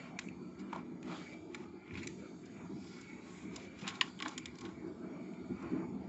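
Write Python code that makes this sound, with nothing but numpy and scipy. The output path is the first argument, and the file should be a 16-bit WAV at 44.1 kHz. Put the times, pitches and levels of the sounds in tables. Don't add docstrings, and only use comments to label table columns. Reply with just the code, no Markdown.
import sys
import numpy as np
from scipy import signal
from scipy.fft import rfft, irfft, next_fast_len
from scipy.io import wavfile
from scipy.ndimage import uniform_filter1d, map_coordinates

SR = 44100
rng = np.random.default_rng(int(sys.argv[2]) if len(sys.argv) > 2 else 0)


def materialize(psi):
    bounded = np.clip(np.atleast_2d(psi).T, -1, 1)
    quanta = np.round(bounded * 32767).astype(np.int16)
    wavfile.write(sys.argv[1], SR, quanta)


def ratio(d):
    e = np.asarray(d, float) / 20
    return 10 ** e


N = 268524

# time in seconds, hum level in dB.
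CALM = [(0.0, -64), (0.4, -49.5), (0.95, -52), (1.35, -54.5), (2.2, -54), (2.6, -50.5), (3.3, -51.5),
        (4.1, -49.5), (4.8, -49), (5.3, -45), (5.6, -46), (6.09, -47)]
# peak time in seconds, hum level in dB, length in seconds, upper hum above lower in dB, #
# murmur above hum in dB.
GUSTS = [(0.0, -47, 0.068, -12, -9), (0.11, -48.5, 0.18, -7.5, -6.5), (0.279, -43, 0.06, -3, -22),
         (0.718, -43, 0.41, -2, -18), (1.107, -44, 0.11, 2.5, -4.5), (1.459, -47, 0.22, 14, -15),
         (1.61, -47, 0.21, -3, -12.5), (1.754, -49.5, 0.076, 16.5, -20), (1.977, -41.5, 0.24, 0, -19.5),
         (2.233, -48, 0.071, -1, -8), (2.322, -45.5, 0.058, 4, -17), (2.608, -51.5, 0.12, -14, -4.5),
         (2.714, -40, 0.092, -1, -22.5), (3.455, -44.5, 0.073, -1.5, -25), (3.555, -56.5, 0.15, 9, 1),
         (3.829, -44.5, 0.037, -17.5, -11), (4.266, -48, 0.061, 13.5, -3), (4.653, -40.5, 0.067, 4.5, -16),
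         (4.85, -45.5, 0.11, 13, -11), (5.047, -42, 0.066, 1.5, -11.5), (5.504, -37, 0.033, -4, -27),
         (5.545, -43, 0.087, -13, -27), (5.65, -38.5, 0.13, 2.5, -12), (5.729, -33.5, 0.04, 1.5, -28),
         (5.769, -32.5, 0.048, 2.5, -20), (5.803, -35, 0.051, 3, -17), (5.832, -44, 0.03, -5, -6),
         (5.938, -39.5, 0.17, -8.5, -33), (6.034, -51, 0.061, 10, -7.5), (0.412, -46.5, 0.098, -1.5, -17),
         (0.63, -55, 0.067, -3, -7), (0.87, -47, 0.37, -0.5, -33), (1.331, -57.5, 0.054, 3, 2.5),
         (3.17, -57, 0.13, 4, -4)]
# pitch in Hz, width in Hz, level in dB.
HOLLOWS = [(119, 20, -1), (188, 17.8, 3), (249, 21.6, 1.5), (311.2, 26.5, 2.5), (361, 51, -3),
           (447, 31, -12)]
# pitch in Hz, level in dB per Hz.
HUM_COLOUR = [(60, -35), (110, -23), (150, 0.5), (400, 0.5), (480, 4.5), (700, -40.5)]
# pitch in Hz, level in dB per Hz.
MURMUR_COLOUR = [(300, -49), (480, 2), (580, 1.5), (670, 6), (760, -1), (860, 4), (1050, -3), (1200, 0.5),
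                 (1400, -3), (1750, -17.5), (2200, -38.5)]
# pitch in Hz, level in dB per Hz.
DEEP_COLOUR = [(15, -27), (30, -13), (50, -17), (70, 0), (95, 3.5), (130, 1.5), (170, -51.5)]
# time in seconds, level in dB.
BUFFET = [(0.0, -93), (0.01, -72.5), (0.37, -64.5), (0.41, -69.5), (1.9, -67), (1.93, -53.5), (2.36, -72),
          (2.59, -63), (3.32, -69.5), (3.49, -63), (4.36, -71.5), (4.54, -58), (4.58, -84), (4.61, -57.5),
          (5.39, -76.5), (5.43, -59), (5.9, -59.5), (6.09, -64.5)]
# time in seconds, rubbing level in dB, feathers over feet in dB.
RESTLESS = [(0.0, -56.5, -9), (0.12, -65.5, -7), (0.29, -62, -10), (0.38, -70.5, -4), (1.0, -67, -10.5),
            (1.17, -59, -2), (1.42, -69.5, -3.5), (1.93, -71.5, -8.5), (2.1, -66.5, -2), (2.5, -68, -5.5),
            (2.88, -68.5, 0), (3.4, -63, -6.5), (3.83, -65.5, -5.5), (3.95, -61, -5.5), (4.6, -62.5, -7),
            (4.85, -67.5, -7.5), (5.64, -63, -9.5), (6.09, -69.5, -7.5)]
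# pitch in Hz, level in dB per Hz.
SCRAPE_COLOUR = [(1100, -46.5), (1280, -15), (1380, -0.5), (1500, -7.5), (1800, -9.5), (2100, -2),
                 (2320, 4), (2550, -10.5), (2750, -11.5), (3100, -15.5), (3800, -33.5)]
# pitch in Hz, level in dB per Hz.
RUSTLE_COLOUR = [(2400, -24.5), (3400, -4), (3700, -3.5), (3900, -7.5), (4300, -5.5), (4650, -1),
                 (4900, -10), (5300, -10), (5900, -13), (6500, -28.5)]
# pitch in Hz, level in dB per Hz.
TIPS_COLOUR = [(5500, -34.5), (6300, -11.5), (6650, -1.5), (6950, -4), (7500, -6), (8100, -17.5),
               (8700, -41.5)]
# start in seconds, length in seconds, middle level in dB,
# frame knock above it in dB, glass above it in dB.
SHUFFLES = [(0.0, 0.12, -66.5, 6, -11), (0.686, 0.15, -66.5, 8.5, -8), (1.018, 0.17, -65, -3, -4.5),
            (1.492, 0.19, -69.5, 2.5, -1), (1.872, .28, -68.5, -16, -2.5), (2.775, 0.3, -76.5, 6.5, 7.5),
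            (3.208, 0.27, -71.5, 5, 2), (3.502, 0.19, -66, -16, 3), (3.747, 0.13, -81, -2, 18),
            (3.875, 0.18, -73.5, 16.5, 4.5), (4.015, 0.099, -75, 18, 15.5), (4.199, 0.18, -78, 19, 14),
            (4.566, 0.19, -71, 10, 1), (5.546, 0.15, -72.5, 9, -3.5)]
# centre in seconds, length in seconds, level in dB, pitch in Hz, width in Hz.
WHISKS = [(0.241, 0.072, -66, 6840, 2000), (1.173, .18, -60.5, 3020, 3050),
          (2.132, 0.18, -68.5, 6740, 2500), (2.904, 0.24, -64.5, 4960, 1200),
          (3.359, 0.2, -65.5, 7100, 2500), (3.875, 0.17, -57, 1960, 2000), (5.168, 0.16, -60, 580, 203),
          (0.12, .12, -64, 835, 300), (0.767, 0.07, -53.5, 970, 503), (5.696, 0.26, -67.5, 2130, 400),
          (3.855, .03, -50.5, 2440, 200), (5.992, .1, -60.5, 770, 302)]
# pitch in Hz, width in Hz, level in dB.
MIRROR = [(817, 98, 1.5), (1088, 41, 7), (1400, 170, -0.5), (1772, 51, -5.5), (1930, 98, -5),
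          (2344, 270, -3), (2870, 130, -1), (3360, 480, -0.5), (4040, 230, 0.5), (4445, 470, 0),
          (4610, 530, -1.5), (5005, 190, 0.5), (6180, 670, -6), (6740, 130, 0), (7130, 470, -3.5)]
# pitch in Hz, width in Hz, level in dB.
PANE = [(1070, 130, 1), (1400, 300, -9), (1735, 200, -4), (1980, 200, -2), (2430, 250, -4), (2760, 250, -5),
        (2960, 300, -1), (3200, 250, -5), (3460, 300, 0), (3860, 400, -4), (4300, 400, -7), (4650, 250, -7),
        (4990, 250, -4), (6000, 500, -12), (6890, 170, 3)]
# time in seconds, peak in dB, frame knock in dB, tip click in dB, chatter in seconds.
TAPS = [(0.1885, -31.5, -16, -4, 0.0092), (0.2864, -57, -28, -22, 0.0026), (0.588, -52, -12, -9.5, 0.031),
        (0.7282, -40, 5, -16, 0.009), (0.7589, -47, 8, -12, 0.0085), (1.028, -47, -24, -9, 0.004),
        (1.5453, -36, -9, -14, 0.0083), (1.877, -52, 2, -22, 0.0068), (1.908, -40.5, -26, -47, 0.0027),
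        (2.071, -34, -27.5, -2.5, 0.0064), (2.4532, -60, -9, 8, 0.015), (3.01, -55.5, -6, 12, 0.0097),
        (3.5597, -41, -10, 11, 0.0071), (4.1893, -47, 0, -9, 0.013), (4.2008, -35.5, 3, -18, 0.009),
        (4.2241, -32, 2.5, -13.5, 0.0085), (4.2597, -44, 3, -24, 0.0082), (4.2786, -41.5, -15, 5, 0.0088),
        (4.378, -38, -8, 2.5, 0.0066), (4.4563, -38, -10, 2, 0.0049), (4.2215, -46, -13, 9, 0.004),
        (4.312, -57, -8, 10, 0.003), (4.2895, -48, -4, 5, 0.006), (4.5545, -61, -1, 2, 0.0073),
        (4.5848, -49, -4, 1, 0.0094), (4.6088, -48, -3, 6, 0.011), (5.6234, -51.5, -43, -7, 0.0078)]
# time in seconds, peak in dB, frame knock in dB, tip click in dB,
# chatter in seconds.
BLOW = [(4.0109, -22, -7.5, -9, 0.007)]
# time in seconds, peak in dB, frame knock in dB, tip click in dB.
DRAGS = [(0.2104, -48.5, 0, -13), (1.087, -50, -5, -23), (1.111, -42, -3, -21), (1.137, -46, 18, -20),
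         (1.1665, -52, 18, -19), (1.32, -50.5, -30, -17), (3.8425, -41.5, 7, -29), (3.875, -32, -8, -4.5)]
# time in seconds, peak in dB, frame knock in dB, tip click in dB.
SLIPS = [(1.937, -47, -3, -18), (1.9525, -43.5, -18, -21), (1.9716, -38, -21, -22),
         (1.9896, -46.5, -3, -12), (2.029, -38, -42.5, -21), (3.584, -55, -10, -9), (3.7858, -50.5, -21, 0),
         (3.8102, -45, -14, -4), (3.8667, -35.5, 2, -16), (0.7, -68, -5, -27), (3.8816, -47, -16, -3),
         (3.9015, -41.5, 2, -10.5), (3.921, -49.5, 19, -29), (3.938, -49, 3, -10), (3.9504, -48, -13, -3.5),
         (4.0788, -49, 3, -9), (4.2379, -60, -9, -27), (4.2505, -37, 8, -14), (4.3093, -55, -9, -11),
         (2.018, -44.5, -24, -24), (1.862, -57, -8, -21), (4.6501, -44, -2, -13), (4.868, -68, -16, 7),
         (5.332, -63, -3, -4)]
# time in seconds, peak in dB, pitch in Hz, width in Hz.
THUDS = [(4.012, -23.5, 3000, 2500), (0.189, -32.5, 1180, 700), (0.2865, -47, 2550, 600),
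         (0.2865, -45, 6700, 900), (0.731, -35, 646, 350), (0.7295, -25, 970, 400), (0.778, -45, 970, 350),
         (0.76, -31, 650, 350), (0.761, -36, 924, 400), (1.1, -44, 850, 350), (1.552, -49, 2270, 350),
         (1.5, -55, 620, 340), (1.954, -32.5, 2350, 400), (2.073, -43, 7130, 600),
         (4.0098, -36, 2500, 1500), (4.012, -37.5, 1110, 350), (4.014, -35, 6900, 350),
         (4.0153, -23, 1740, 600), (4.0115, -21.5, 4900, 807), (4.202, -30.5, 3140, 1200),
         (4.205, -33, 1100, 600), (4.2245, -23, 1900, 900), (4.26, -24, 900, 700), (4.265, -35.5, 270, 250),
         (4.3785, -28, 7050, 600), (4.3785, -35, 3230, 990), (4.4567, -32.5, 3420, 700),
         (4.46, -38, 7050, 594), (4.609, -39, 3500, 1500), (5.336, -45, 2290, 400),
         (0.7285, -39, 2500, 1990), (0.761, -39, 2500, 2000), (1.028, -48, 2800, 2000),
         (1.548, -41, 1210, 700), (2.072, -51, 1500, 600), (3.8778, -18, 3500, 2500),
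         (3.879, -26.5, 7100, 900), (3.8805, -28.5, 3000, 1500), (3.8845, -31, 2400, 1200),
         (3.89, -33, 3600, 1200), (3.906, -36, 2200, 900), (3.955, -36, 3900, 800), (4.19, -44, 3100, 900),
         (4.251, -43, 3300, 1000), (4.28, -34, 2000, 900), (4.586, -35, 3500, 2000)]
# time in seconds, peak in dB, pitch in Hz, width in Hz.
SNAPS = [(0.2862, -42, 2550, 500), (0.29, -55, 2550, 500), (0.7288, -36.5, 1500, 1500),
         (0.7327, -33, 960, 450), (0.7601, -35.5, 950, 400), (4.203, -37, 2200, 1500),
         (4.2065, -52, 1200, 700), (4.269, -35.5, 330, 250), (4.2915, -38, 3000, 2000),
         (4.191, -43, 3200, 900), (4.19, -49, 7400, 900), (4.652, -45, 3500, 1200), (4.653, -58, 6300, 900),
         (1.0275, -59, 2500, 1500), (3.858, -44, 3000, 3000), (3.8775, -33, 3500, 2500),
         (3.881, -35, 3200, 2500), (3.8866, -31, 2800, 2000), (0.189, -28.5, 2190, 600),
         (0.189, -35, 6900, 1500), (0.1909, -35, 4060, 900), (1.5456, -36.5, 2300, 456),
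         (1.546, -45.5, 3630, 694), (1.879, -51.5, 2780, 2000), (4.3783, -32.5, 3290, 900),
         (4.3785, -38, 2080, 900), (4.38, -38, 6990, 350), (4.4568, -34.5, 3480, 600),
         (4.456, -43, 2200, 900), (4.461, -49.5, 7040, 600), (4.202, -37, 3200, 1500),
         (4.224, -28, 3200, 1500), (4.228, -33, 1900, 1000), (4.2613, -29, 1400, 1100),
         (4.2805, -44, 2500, 2000), (4.312, -50, 5200, 1500), (4.555, -49, 3000, 3000),
         (4.5565, -50.5, 5500, 1500), (4.5858, -44, 3000, 2500), (4.588, -47, 5200, 1200),
         (4.6097, -48, 7500, 900), (4.612, -47.5, 5500, 1500)]
# time in seconds, peak in dB, pitch in Hz, width in Hz.
CRACK = [(4.0097, -30, 2600, 1500), (4.0113, -12.5, 3000, 1700), (4.0122, -19, 2200, 1500),
         (4.0135, -23, 3500, 1500), (4.0143, -22, 2000, 1200), (4.0163, -25, 3600, 1500),
         (4.0125, -28, 1070, 220), (4.0128, -31, 6890, 350)]
# pitch in Hz, time to fall 60 dB in seconds.
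ROOM = [(500, 0.28), (2500, 0.15), (8000, 0.11)]
# pitch in Hz, level in dB.
MIC = [(20, -13), (60, 1.5), (7600, -2.5), (8200, -12.5), (8800, -27.5), (10000, -62)]


def unit(x):
    return x / np.sqrt(np.mean(x ** 2) + 1e-20)


def along(points, hz):
    f, value = np.transpose(points)
    return np.interp(np.log(hz + 1), np.log(f + 1), value)


def curves(rows):
    s, *columns = np.transpose(rows)
    return [np.interp(np.arange(N) / SR, s, column) for column in columns]


def wobble(rate):
    knots = rng.standard_normal(int(N * rate / SR) + 4)
    return map_coordinates(knots, [np.arange(N) * rate / SR])


def filtered(x, response):
    m = next_fast_len(len(x) + 8192)
    return irfft(rfft(x, m) * response(np.fft.rfftfreq(m, 1 / SR)), m)[:len(x)]


def resonances(modes):
    def response(f):
        total = 0
        for k, (hz, width_hz, db) in enumerate(modes):
            damping = 1j * f * width_hz
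            total = total + (-1) ** k * ratio(db) * damping / (hz * hz - f * f + damping)
        return total
    return response


def smoothed(x, size, axis, mode):
    return uniform_filter1d(uniform_filter1d(x, size=size[0], axis=axis[0]), size=size[1], axis=axis[1], mode=mode)


def rush(colour, patchy_db, grain_db, grain_rate):
    grainy = rng.standard_normal(N) * ratio(grain_db * wobble(grain_rate))
    z = signal.stft(grainy, nperseg=1024)[2]
    patches = smoothed(rng.standard_normal(z.shape), (12, 9), (0, 1), "wrap")
    ridges = smoothed(rng.standard_normal(z.shape), (2, 30), (0, 1), "wrap")
    uneven_db = patchy_db * (0.82 * unit(patches) + unit(ridges))
    noise = signal.istft(z * ratio(uneven_db), nperseg=1024)[1][:N]
    return unit(filtered(noise, lambda hz: ratio(along(colour, hz))))


def evened(x, span_s):
    size = round(span_s * SR)
    power = uniform_filter1d(uniform_filter1d(x ** 2, size=size), size=size)
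    return unit(x / np.sqrt(np.abs(power) + 1e-20))


def gusts():
    rise, slope_db = 0.47, 10
    t = np.arange(0, N / SR + .002, .002)
    calm = ratio(np.interp(t, *np.transpose(CALM))) ** 2
    s, db, length, upper_db, murmur_db = np.transpose(GUSTS)[..., None]
    after = (t - s) / np.maximum(length, .01)
    power = ratio(db - slope_db * np.maximum(after, -after / rise)) ** 2
    hum = calm + power.sum(0)
    murmur = calm * ratio(-14.5) ** 2 + (power * ratio(murmur_db) ** 2).sum(0)
    upper = ((power * upper_db).sum(0) - 1.3 * calm) / hum
    return curves(np.transpose([t, 10 * np.log10(hum), 10 * np.log10(murmur), upper]))


def air():
    hum_db, murmur_db, upper_db = gusts()
    draught = rush(HUM_COLOUR, patchy_db=-0.54, grain_db=2.0, grain_rate=19)
    lower = filtered(draught, resonances(HOLLOWS[:3])) + 0.077 * draught
    upper = filtered(draught, resonances(HOLLOWS[3:]))
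    lower = evened(lower, 0.1) * np.std(lower)
    upper = evened(upper, 0.088) * np.std(upper)
    hum = (ratio(-upper_db / 2) * lower - ratio(upper_db / 2) * upper) / np.std(lower - upper)
    murmur = evened(rush(MURMUR_COLOUR, patchy_db=3.4, grain_db=1.2, grain_rate=41), .08)
    rumble = evened(rush(DEEP_COLOUR, patchy_db=1.5, grain_db=-1.0, grain_rate=53), 0.24)
    deep = ratio(curves(BUFFET)[0]) * rumble
    return ratio(hum_db - 2.5 + 1.4 * wobble(14)) * hum + deep + ratio(murmur_db - 0.9) * murmur


def rubbing():
    scrape_db, feathers_db = curves(RESTLESS)
    scrape = rush(SCRAPE_COLOUR, patchy_db=3.2, grain_db=1.0, grain_rate=56)
    rustle = rush(RUSTLE_COLOUR, patchy_db=3.2, grain_db=0.3, grain_rate=68)
    tips = rush(TIPS_COLOUR, patchy_db=2.6, grain_db=0.5, grain_rate=77)
    feet = ratio(scrape_db + 1.3 + 3.9 * wobble(7.6)) * scrape
    feathers = ratio(scrape_db + feathers_db + 0.5) * rustle
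    return feet + feathers + ratio(scrape_db + 1.03 * feathers_db - 2.5) * tips


def scuffles():
    edge_s, fade_db = 0.054, -1
    grit = rng.standard_normal((3, N)) * ratio(2.0 * wobble(120) + 0.4 * wobble(48))
    bodies = MIRROR[:3], MIRROR[3:6], MIRROR[6:]
    low, middle, high = [unit(filtered(g, resonances(body))) for g, body in zip(grit, bodies)]
    out, t = np.zeros(N), np.arange(N) / SR
    for s, length, db, knock_db, glass_db in SHUFFLES:
        edges = np.clip(np.minimum(t - s, s + length - t) / edge_s, 0, 1)
        on = edges * ratio(db - fade_db * np.clip((t - s) / length, 0, 1))
        out += on * (ratio(knock_db + 1.5) * low + ratio(5.5) * middle + ratio(glass_db) * high)
    return out


def whisks():
    out = np.zeros(N + SR)
    for s, length, db, hz, width_hz in WHISKS:
        hiss = rng.standard_normal(SR // 2)[:round(2 * length * SR)]
        band = resonances([(hz, width_hz, 0)])
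        brush = unit(filtered(hiss, lambda f: band(f) ** 2))
        out[round((s - length) * SR):][:len(hiss)] += ratio(db) * np.hanning(len(hiss)) * brush
    return out[:N]


def contacts(table, body, blow, rise, pane_db):
    out, t = np.zeros(N + SR), np.arange(4096) / SR
    chance = rng.standard_normal((len(table), 3, len(t)))
    for (s, db, knock_db, tip_db, chatter), (sign, size, scatter) in zip(table, chance):
        chatter = max(chatter, .001)
        glass_db = 0.58 * knock_db + 0.61 * tip_db + pane_db
        fade = np.clip((t - .001) / (rise * chatter), 0, 1)
        fade = fade / (1 + (t / chatter) ** 6) * ratio(-6 * t / chatter)
        force = sign * ratio(4.5 * size) * fade * 0.59
        force[0], force[50] = 0.043 * blow, blow
        # (Hz, dB)
        share = [(1200, knock_db - 3.5), (2200, 0.11), (3300, glass_db - .6),
                 (4300, 0.45 * glass_db + 0.12 * tip_db - 3.5),
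                 (5500, 0.45 * glass_db + 1.0 * tip_db - 1), (7000, tip_db - 3.5)]
        shift = 1 + .007 * scatter[99:]
        modes = [(hz * a, width, level + 0.5 * along(share, hz) + 0.5 * b)
                 for (hz, width, level), a, b in zip(body, shift, scatter)]
        ring = filtered(force, lambda f: resonances(modes)(f) * ratio(0.3 * along(share, f)))
        middle = filtered(ring, resonances([(2200, 1000, 0)]))
        out[round(s * SR) - 30:][:len(t)] += ratio(db - 0.5) * ring / np.abs(middle).max()
    return out[:N]


def taps():
    light = contacts(TAPS, MIRROR, blow=2.34, rise=0.15, pane_db=-5.0)
    hard = contacts(BLOW, PANE, blow=4, rise=.1, pane_db=6)
    slips = [(*row, 0.032) for row in DRAGS] + [(*row, 0.02) for row in SLIPS]
    touched = light + hard + contacts(slips, MIRROR, blow=.05, rise=0.025, pane_db=0.5)
    low_hz, high_hz = 850, 7040
    return filtered(touched, lambda f: (1j * f / (low_hz + 1j * f)) ** 2 / (1 + 1j * f / high_hz))


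def thuds():
    strike, push_cycles = 2.1, 26
    out, t = np.zeros(N + SR), np.arange(4096) / SR
    for (s, db, hz, width_hz), push in zip(THUDS, rng.standard_normal((len(THUDS), len(t)))):
        mode = resonances([(hz, width_hz, 0)])
        force = push * ratio(-60 * t * width_hz / push_cycles) + strike * np.sqrt(SR / width_hz) * (t == 0)
        knock = filtered(force, lambda f: mode(f) ** 2)
        out[round(s * SR):][:len(t)] += ratio(db - 6.0) * knock / np.abs(knock).max()
    return out[:N]


def snaps():
    out, blow = np.zeros(N + SR), np.arange(1024) == 0
    for s, db, hz, width_hz in CRACK + SNAPS:
        mode = resonances([(hz, width_hz, 0)])
        click = filtered(blow, lambda f: mode(f) ** 3)
        out[round(s * SR):][:len(click)] += ratio(db) * click / np.abs(click).max()
    return out[:N]


def room(x):
    out, step = np.zeros(N + SR), SR // 20
    for k in range(0, N, step):
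        hz, t, z = signal.stft(rng.standard_normal(SR // 4), SR, nperseg=256)
        dying = ratio(-60 * t / along(ROOM, hz)[:, None])
        tail = signal.istft(z * dying, SR, nperseg=256)[1]
        wet = signal.fftconvolve(x[k:k + step], tail / np.linalg.norm(tail))
        out[k + 200:][:len(wet)] += wet
    return out[:N]


def scene():
    ticks = taps() + scuffles() + thuds() + snaps()
    wet = ratio(-16.5) * room(ticks)
    return (ticks + wet + rubbing() + whisks() + air())[None]


def band_limit(x):
    return signal.sosfilt(signal.butter(12, 8560, fs=SR, output="sos"), x)


def record(dry):
    mix = filtered(dry[0], lambda hz: ratio(along(MIC, hz)))[None]
    return band_limit(mix)


dry = scene()
out = record(dry)
materialize(out)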